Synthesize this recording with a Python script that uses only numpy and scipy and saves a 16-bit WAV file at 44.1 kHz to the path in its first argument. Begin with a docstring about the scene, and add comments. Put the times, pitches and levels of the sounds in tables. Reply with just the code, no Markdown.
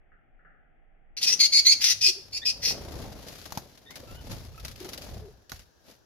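"""In a wire aviary, budgerigars squabble. A muffled hush with a few soft hops breaks off abruptly into harsh squawks.
Birds flutter past the microphone, flick their wings, knock on perches and pots, and give a few soft chirps.
Calls are harmonic tones on moving pitches, the squawks roughened by a rattle and a ringing rasp.
Wings are coloured noise and pressure pulses; knocks are noise bursts with a short ring; hollow notes are
wavering sines. Calls pass through scattered echoes and a room tail."""
import sys
import numpy as np
from scipy import signal
from scipy.fft import rfft, irfft, next_fast_len
from scipy.io import wavfile
from scipy.ndimage import uniform_filter1d

SR = 44100
rng = np.random.default_rng(int(sys.argv[2]) if len(sys.argv) > 2 else 0)


def transcribe(signal):
    """Save signal, clipped to [-1, 1], as a 16-bit WAV file at the path in sys.argv[1]."""
    frames = np.atleast_2d(signal).T
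    limited = np.clip(frames, -1, 1)
    pcm = np.round(limited * 32767).astype(np.int16)
    wavfile.write(sys.argv[1], SR, pcm)


N = 267201
TIME = np.arange(N) / SR

# wing noises, relative spectra: freq_hz, level_db
# broad whoosh of moved air
WHOOSH_SPECTRUM = [(70, -30.5), (130, -1), (250, 0), (370, -4), (540, -1.5), (800, -7.5), (1100, -14.5),
                   (2500, -27), (5000, -73)]
# bright rustle of quills
FEATHER_SPECTRUM = [(710, -31), (1200, -5), (2430, -5), (4960, -1.5), (6720, -8), (8720, -22), (10700, -9),
                    (12200, -11.5), (14800, -15), (16000, -32.5)]


def from_db(db):
    """Decibels to amplitude."""
    return 10 ** (np.asarray(db) / 20)


def rms_one(x):
    """Scale a sound to rms 1."""
    return x / np.sqrt(np.mean(x ** 2) + 1e-20)


def shaped(x, points, share=1):
    """Colour a sound by a curve of (Hz, dB), read along log frequency; share scales the dB."""
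    hz, db = np.transpose(points)
    size = next_fast_len(x.shape[-1])
    log_hz = np.log(np.maximum(np.arange(size // 2 + 1) * SR / size, 1))
    gain = from_db(share * np.interp(log_hz, np.log(hz), db))
    return irfft(rfft(x, size) * gain, size)[..., :x.shape[-1]]


def noise(spectrum, alike, size=N):
    """Coloured stereo noise of rms 1; alike is the left-right likeness, 1 for mono."""
    mid, side = rng.standard_normal((2, size))
    alike = np.clip(alike, -1, 1)
    stereo = np.sqrt(1 + alike) * mid + np.sqrt(1 - alike) * side * [[1], [-1]]
    return rms_one(shaped(stereo, spectrum))


def wobble(rate_hz, size):
    """Random drift of rms 1 that heads for a new value rate_hz times a second."""
    knots = rng.standard_normal(int(size * rate_hz / SR) + 3)
    return rms_one(np.interp(np.arange(size) * rate_hz / SR, np.arange(len(knots)), knots))


def add(out, s, sound):
    """Mix a sound in at time s."""
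    i = max(int(s * SR), 0)
    out[..., i:i + sound.shape[-1]] += sound[..., :N - i]


def burst(t, rise_s, t60):
    """An envelope that rises straight, then dies away by 60 dB in t60 seconds."""
    return np.minimum(t / rise_s, 1) * from_db(-60 * np.maximum(t - rise_s, 0) / t60)


def gate(t, attack_s, release_s):
    """An envelope over times t: attack, hold, release."""
    return np.minimum(t / attack_s, 1) * np.minimum((t[-1] - t) / release_s, 1)


def cycles(rate_hz, unsteady, change_hz, size):
    """Count of cycles gone by at an unsteady rate."""
    return np.cumsum(rate_hz * (1 + unsteady * wobble(change_hz, size))) / SR


def ticks(count):
    """A unit click at the start of each cycle."""
    return np.diff(np.floor(count), prepend=0)


def hush(hush_db=-58):
    """Dull stereo noise, with muffled hops as dying bursts of a duller knock colour."""
    # quiet background, relative spectrum: freq_hz, level_db
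    hush_spectrum = [(12, -41.5), (20, 4.5), (42, -11.5), (76, -22.5), (144, -25), (571, -31.5), (772, -23),
                     (978, -47), (1350, -35), (1990, -33), (3400, -51.5), (4420, -99), (7480, -120)]
    # muffled hops: start_s, level_db, t60_s
    hop_events = [(0.117, -60, 0.45), (.39, -62, .3), (0.448, -56.5, 0.81)]
    # body of a hop, relative spectrum: freq_hz, level_db
    hop_spectrum = [(90, -17), (150, 8), (300, -7), (700, 2), (1000, -33), (1280, 8), (1680, 7), (1990, 3),
                    (2500, -34), (2800, -13), (3640, -65), (6160, -120)]
    envelope = np.zeros(N)
    for s, level_db, t60 in hop_events:
        add(envelope, s, from_db(level_db) * burst(TIME[:SR], 0.0021, t60))
    return from_db(hush_db) * noise(hush_spectrum, 0.11) + envelope * noise(hop_spectrum, 0.14)


def syrinx(pitch, partials):
    """Voice organ: harmonics in step on one moving pitch."""
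    phase = 2 * np.pi * np.cumsum(pitch) / SR
    return sum(from_db(db) * np.sin(round(k) * phase) for k, db in partials)


def rasp(rattles, ring_t60=0.0069, hiss_db=-2):
    """Each rattle sets the throat ringing in the same way; some hiss rides along."""
    # rasp of the throat, relative spectrum: freq_hz, level_db
    rasp_spectrum = [(530, -62), (900, -28.5), (1120, -29.5), (1720, -22.5), (1970, -5.5), (2270, -16.5),
                     (2500, -8.5), (3230, -6), (4740, -5), (5890, 1.5), (7400, -22), (10200, -21),
                     (11800, -23), (13700, -19.5), (16000, -37.5)]
    t = TIME[:SR // 100]
    ring = rng.standard_normal(len(t)) * burst(t, 0.00048, ring_t60)
    buzz = rms_one(signal.fftconvolve(ticks(rattles), ring)[:len(rattles)])
    hiss = from_db(hiss_db) * rng.standard_normal(len(rattles))
    return rms_one(shaped(buzz + hiss, rasp_spectrum))


def squawks(rattle_hz=340, unsteady=.05, jitter=.06, jitter_hz=1300, quaver=.03, swing=0.13,
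            rasp_share=0.87, shimmer_db=3.0, rattle_depth=0.45):
    """Calls glide in pitch and level; forced hard, the syrinx rattles and the tone breaks into a buzzing rasp."""
    # scolding squawks, before echoes: start_s, length_s, mid_call_pitch_hz, rise_octaves,
    # mid_call_level_db, swell_over_call_db, mid_call_roughness (0-1)
    squawk_calls = [(1.162, 0.047, 2156, .02, -35.5, -15, 0.66), (1.206, 0.052, 2390, .1, -23.5, 6, 0.9),
                    (1.254, 0.092, 2576, .16, -19.5, 0, 0.63), (1.389, .08, 2226, 0.0028, -15, 0.5, 0.3),
                    (1.515, 0.088, 2215, .04, -15, 7, 0.28), (1.647, 0.092, 2172, .28, -12.5, 1.5, 0.25),
                    (1.805, 0.13, 2480, .18, -19, -2.5, 0.77), (2.004, 0.1, 2486, .05, -17.5, 11.5, 0.52),
                    (2.319, .068, 2405, 0.0773, -30, 14, 0.35),
                    (2.447, 0.071, 2518, -0.013, -22, -1.5, 0.43), (2.616, 0.11, 2400, .1, -25, 5.5, 0.79)]
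    # voice before the beak: harmonic_number, relative_level_db
    squawk_partials = [(1, -8), (2, 4), (3, -8), (4, -16.5), (5, -21), (6, -25.5)]
    # resonances of throat and beak: freq_hz, gain_db
    beak_curve = [(1200, -16.5), (2100, -6.5), (2700, 1), (3400, -17.5), (4200, 2.5), (5000, 0.5),
                  (6400, 4.5), (7800, -13.5), (9500, 0.5), (15000, -12.5)]
    arch_db = 5.5   # a call is this much weaker at its ends than in the middle, apart from its swell
    glide_bend = .7   # the glide steepens toward the end
    edge_roughness, settle_s = 0.6, .017   # a call starts and ends hoarser than it is in between
    attack_s, release_s = 0.014, .011
    out = np.zeros(N)
    for s, length_s, hz, rise, level_db, swell_db, roughness in squawk_calls:
        t = TIME[:int(length_s * SR)]
        size, along = len(t), t / length_s - .5
        pitch = hz * 2 ** (rise * (along + glide_bend * along ** 2))

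        edge = np.exp(-np.minimum(t, length_s - t) / settle_s)
        rough = np.clip(roughness + (1 - roughness) * edge_roughness * edge, 0, 1)
        rattles = cycles(rattle_hz, unsteady, 200, size)
        rattle = np.sin(2 * np.pi * rattles)
        rough_scatter = rough * (jitter * wobble(jitter_hz, size) + swing * rattle)
        scatter = quaver * wobble(520, size) + rough_scatter
        tone = rms_one(shaped(syrinx(pitch * (1 + scatter), squawk_partials), beak_curve))

        # the rougher the call, the more rasp replaces tone, at constant power
        broken = np.clip(rasp_share * rough ** 2, 0, 1)
        voice = np.sqrt(1 - broken ** 2) * tone + broken * rasp(rattles)
        shimmer = from_db(shimmer_db * wobble(450, size))
        voice = rms_one(voice * (1 + rattle_depth * rough * rattle) * shimmer)
        level = from_db(level_db + swell_db * along - arch_db * (2 * along) ** 2)
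        add(out, s, voice * level * gate(t, attack_s, release_s))
    return out


def nearness():
    """Gains of draught, whoosh and rustle: each flight swells as the bird nears and fades; flights add in power."""
    # short flights, levels before the trims in flight(): nearest_s, approach_s, departure_s,
    # draught_db, whoosh_db, rustle_db
    passes = [(1.3, 0.2, 0.43, -61, -49.5, -53.5), (1.8, 1, 0.95, -57.5, -57.5, -61),
              (2.719, 0.14, 0.34, -59, -40, -60), (3.02, 0.83, 0.53, -41, -43, -59.5),
              (3.29, 0.39, 0.26, -67, -48, -57.5), (3.44, 0.31, 0.11, -55, -66, -58),
              (3.6, 0.18, 0.34, -53, -51.5, -62.5), (3.999, 0.23, 0.32, -55, -48.5, -63.5),
              (4.13, 0.17, .2, -42.5, -51.5, -62), (4.318, 0.17, 0.23, -35.5, -43, -56.5),
              (4.44, 0.054, 0.4, -44, -55.5, -64.5), (4.66, .15, 0.21, -41, -50, -63.5),
              (4.85, 0.13, 0.37, -51, -45, -57.5), (5.07, 0.32, 0.22, -51, -46.5, -61),
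              (5.159, 0.22, 0.25, -40.5, -47.5, -64), (5.531, 0.026, 0.16, -45.5, -62, -60.5),
              (5.898, 0.082, 0.088, -70.5, -53.5, -61)]
    # gain over the approach and loss over the departure: one entry each for draught, whoosh, rustle [dB]
    fade_db = [22, 21, 20.5]
    power = np.zeros((3, N))
    for s, approach_s, departure_s, *levels_db in passes:
        away = np.clip(np.maximum((s - TIME) / approach_s, (TIME - s) / departure_s), 0, 10)
        power += from_db(np.array(levels_db)[:, None] - np.outer(fade_db, away)) ** 2
    return np.sqrt(power)


def flight(beat_hz=28, beat_db=11, thump_hz=68, thump_db=-5, crackle_db=1.5, clump_db=2.0,
           draught_db=-1, whoosh_db=-0.54, feather_db=9.5):
    """Wingbeats throw pressure pulses, puffs of whoosh and feather rustle; the draught buffets the microphone."""
    # draught on the microphone, relative spectrum: freq_hz, level_db
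    gust_spectrum = [(15, -34.5), (25, -23), (43, 2.5), (59, 4), (108, -0.5), (220, -15), (290, -35),
                     (480, -120)]
    draught, whoosh, feather = nearness()
    beats = cycles(beat_hz, .2, 12, N)
    # quick push, slower fade
    throb = rms_one(uniform_filter1d(from_db(-beat_db * (beats % 1)), SR // 200))
    pulse = np.gradient(signal.windows.gaussian(SR // 30, SR / (2 * np.pi * thump_hz)))
    thumps = rms_one(signal.fftconvolve(ticks(beats), pulse, "same"))
    grains = rms_one(from_db(crackle_db * wobble(550, N) + clump_db * wobble(83, N)))
    lows = draught * (from_db(draught_db) * noise(gust_spectrum, 0.57) + from_db(thump_db) * thumps)
    puffs = whoosh * from_db(whoosh_db) * noise(WHOOSH_SPECTRUM, 0.58)
    rustle = feather * from_db(feather_db) * grains * noise(FEATHER_SPECTRUM, .1)
    # the root keeps quills rubbing between beats
    return lows + throb * puffs + np.sqrt(throb) * rustle


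def hollows(waver=0.055):
    """Short low notes, as of air stirred in a nest pot: wavering sines that swell and fade."""
    # hollow notes: centre_s, pitch_hz, peak_rms_level_db, half_length_s (spread of the bell-shaped envelope)
    hollow_notes = [(1.333, 377, -52.5, 0.02), (2.004, 102.8, -55.5, 0.16), (2.094, 378, -42, 0.013),
                    (2.184, 385, -50, 0.019), (4.036, 550, -43.5, 0.0032), (4.814, 375, -37.5, 0.0046),
                    (4.856, 362.7, -41.5, 0.019), (5.262, 413, -47.5, 0.032)]
    out = np.zeros(N)
    for s, hz, level_db, half_s in hollow_notes:
        t = np.arange(-SR // 10, SR // 10) / SR
        pitch = hz * (1 + waver * wobble(136, len(t)))
        tone = np.sqrt(2) * np.sin(2 * np.pi * np.cumsum(pitch) / SR)
        add(out, s + t[0], from_db(level_db) * tone * np.exp(-.5 * (t / half_s) ** 2))
    return out


def chirps(jitter=0.02):
    """Gentle calls dip, glide upward and ease back, with a slight tremble, through a nearly closed beak."""
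    # soft chirps: start_s, length_s, mid_call_pitch_hz, rise_octaves (lowest to highest),
    # level_db (before partials, beak and echoes)
    chirp_calls = [(2.415, .031, 1852, .16, -40), (3.856, 0.1, 2002, 0.25, -53),
                   (4.068, .145, 1407, 0.155, -55.5), (4.541, 0.014, 1310, .04, -50),
                   (4.574, 0.021, 1300, 0.043, -45.5)]
    # voice before the beak: harmonic_number, level_db
    chirp_partials = [(1, 2), (2, -4.5)]
    # a nearly closed beak: freq_hz, gain_db
    closed_beak = [(1900, -2.5), (2700, 0.5), (3600, 10.5), (4300, -23.5)]
    edge_s = 0.0086   # fade at both ends
    bend_cycles = .8   # share of a sine that the glide follows
    out = np.zeros(N)
    for s, length_s, hz, rise, level_db in chirp_calls:
        t = TIME[:int(length_s * SR)]
        glide = np.sin(2 * np.pi * bend_cycles * (t / length_s - .5))
        pitch = hz * 2 ** (rise / 2 * glide)
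        tone = syrinx(pitch * (1 + jitter * wobble(615, len(t))), chirp_partials)
        add(out, s, tone * from_db(level_db) * gate(t, edge_s, edge_s))
    return shaped(out, closed_beak)


def strokes(swish_db=-12, push_db=-5.5, swish_t60=0.078, push_t60=0.17, crackle_db=2.0):
    """A hard wing stroke is a crackling swish of quills with a soft push of air; runs build up and ease off."""
    # runs of hard wingbeats, levels before the swish and push trims: hardest_s, beats_before, beats_after
    # (both rounded to whole beats), interval_s, feather_db, air_push_db, loss_per_beat_db
    wing_runs = [(2.9203, 2, 4, .035, -33, -37.5, 1.4), (4.6494, -0.5, 2, .032, -22.5, -56, 7.5),
                 (4.9334, 8.5, 2, .0435, -23.5, -51, 3)]
    # lone flicks of a wing, levels before the same trims: time_s, feather_db, air_push_db
    wing_flicks = [(3.285, -27, -44), (3.4558, -29.5, -43.5), (3.506, -35, -58), (3.551, -31, -45),
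                   (3.776, -38.5, -62), (3.907, -30.5, -66), (3.9568, -26, -60), (4.315, -25.5, -39),
                   (4.598, -34, -65), (5.496, -31.5, -53), (5.559, -38.5, -59), (5.593, -35.5, -59)]
    beats = []
    for s, before, after, interval_s, feather_db, air_db, loss_db in wing_runs:
        for k in range(-round(before), round(after) + 1):
            loss = loss_db * abs(k)
            beats.append((s + k * interval_s, feather_db - loss, air_db - loss))

    swish, push, t = np.zeros(N), np.zeros(N), TIME[:SR // 5]
    for s, feather_db, air_db in beats + list(wing_flicks):
        add(swish, s - .001, from_db(feather_db + swish_db) * burst(t, 0.00098, swish_t60))
        add(push, s - .001, from_db(air_db + push_db) * burst(t, 0.00045, push_t60))
    crackle = rms_one(from_db(crackle_db * wobble(1200, N)))
    quills = swish * crackle * noise(FEATHER_SPECTRUM, 0.03)
    return quills + push * noise(WHOOSH_SPECTRUM, 0.85)


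def knocks(crack_db=-3, crack_t60=0.017, shiver_db=-19, shiver_t60=0.13, ring_db=-8, ring_t60=0.02):
    """A dry crack and a short ring from the struck spot, then the perch and mesh shiver briefly."""
    # feet and beaks on perches and pots: time_s, level_db (before crack, shiver and ring trims),
    # ring_hz, left_minus_right_db
    blows = [(3.46, -34.5, 810, 3), (3.522, -24.5, 876, 1), (3.574, -20, 845, -1.5),
             (3.906, -41.5, 1040, 2), (4.578, -39, 1260, -1), (4.651, -30, 1410, -2),
             (5.518, -24.5, 1446, -9.5)]
    # crack and shiver, relative spectrum: freq_hz, level_db
    knock_spectrum = [(47, -35), (80, 14.5), (422, -6), (650, 1), (1050, -3.5), (1490, -6.5), (2900, -14.5),
                      (4830, -6.5), (6450, -7.5), (8790, -30), (10700, -14), (12800, -11), (14600, -21),
                      (16000, -38)]
    out, t = np.zeros((2, N)), TIME[:SR // 3]
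    for s, level_db, hz, pan_db in blows:
        crack = from_db(crack_db) * burst(t, 0.00066, crack_t60)
        shiver = from_db(shiver_db) * burst(t, 0.0066, shiver_t60)
        ring = from_db(ring_db) * burst(t, 0.0007, ring_t60) * np.sin(2 * np.pi * hz * t)
        gains = from_db(level_db + pan_db * np.array([[.5], [-.5]]))
        add(out, s, gains * ((crack + shiver) * noise(knock_spectrum, 0.31, len(t)) + ring))
    return out


def aviary(x, port_lag_s=.00007, direct_db=-3, early_db=-2, early_t60=0.063, tail_db=-14, tail_t60=0.38):
    """Sound reaches the left port first; close walls scatter it and the room adds a tail."""
    t = TIME[:SR * 3 // 4]
    shape = (2, len(t))
    # sparse early reflections, then a dense tail
    early = rng.standard_normal(shape) * (rng.random(shape) < .06) * burst(t, 0.003, early_t60)
    tail = rng.standard_normal(shape) * burst(t, 0.028, tail_t60)
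    echoes = sum(from_db(db) * h / np.linalg.norm(h, axis=1, keepdims=True)
                 for db, h in [(early_db, early), (tail_db, tail)])
    direct = np.array([x, np.interp(TIME - port_lag_s, TIME, x)])
    return from_db(direct_db) * direct + signal.fftconvolve(x[None], echoes, axes=1)[:, :N]


def moving(x, turn_hz=2.7, count=3):
    """The callers dart about, so their echoes pass through several patterns in turn."""
    turns = [np.cos(2 * np.pi * (turn_hz * TIME - k / count)) for k in range(count)]
    shares = np.maximum(turns, 0)
    return sum(aviary(x * share) for share in shares / np.linalg.norm(shares, axis=0))


def scene(outbreak_s=1.167, air_db=-64):
    """The hush gives way abruptly to squabbling and flight over a faint air noise."""
    # where the scolding bird is: time_s, left_minus_right_db
    place = [(1.3, -1), (1.45, 1), (1.58, -1), (1.69, -4), (1.85, -0.5), (2.08, -1), (2.33, -2),
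             (2.67, -1.5)]
    # background air, relative spectrum: freq_hz, level_db
    air_spectrum = [(18, -42.5), (30, -23), (66, -4), (199, -20), (374, -14), (750, -18.5), (1050, -23),
                    (1320, -24.5), (1670, -18), (2010, -33.5), (6000, -25.5), (8500, -47), (12000, -39),
                    (16000, -45)]
    place_s, place_db = np.transpose(place)
    pan_db = np.interp(TIME, place_s, place_db)
    scolding = moving(squawks()) * from_db(pan_db * [[.5], [-.5]])
    birds = scolding + aviary(chirps())
    air = from_db(air_db) * noise(air_spectrum, 0.076)
    bustle = flight() + strokes() + knocks() + hollows() + air
    awake = np.clip((TIME - outbreak_s) / 0.00062, 0, 1)   # crossfade in under a millisecond
    return (1 - awake) * hush() + awake * (birds + bustle)


def record(dry, cutoff_hz=15900, ceiling=.85):
    """The left port is brighter; peaks are rounded and the top is cut."""
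    # the microphone's lean to the left: freq_hz, left_minus_right_db
    port_lean = [(60, 0), (700, 3.5), (4400, 1.3), (8200, 10), (15000, 7.5)]
    # each port takes half the difference
    ports = np.array([shaped(dry[0], port_lean, share=.5), shaped(dry[1], port_lean, share=-.5)])
    rounded = ceiling * np.tanh(ports / ceiling)
    return signal.sosfilt(signal.ellip(10, .1, 90, cutoff_hz, fs=SR, output="sos"), rounded)


dry = scene()
out = record(dry)
transcribe(out)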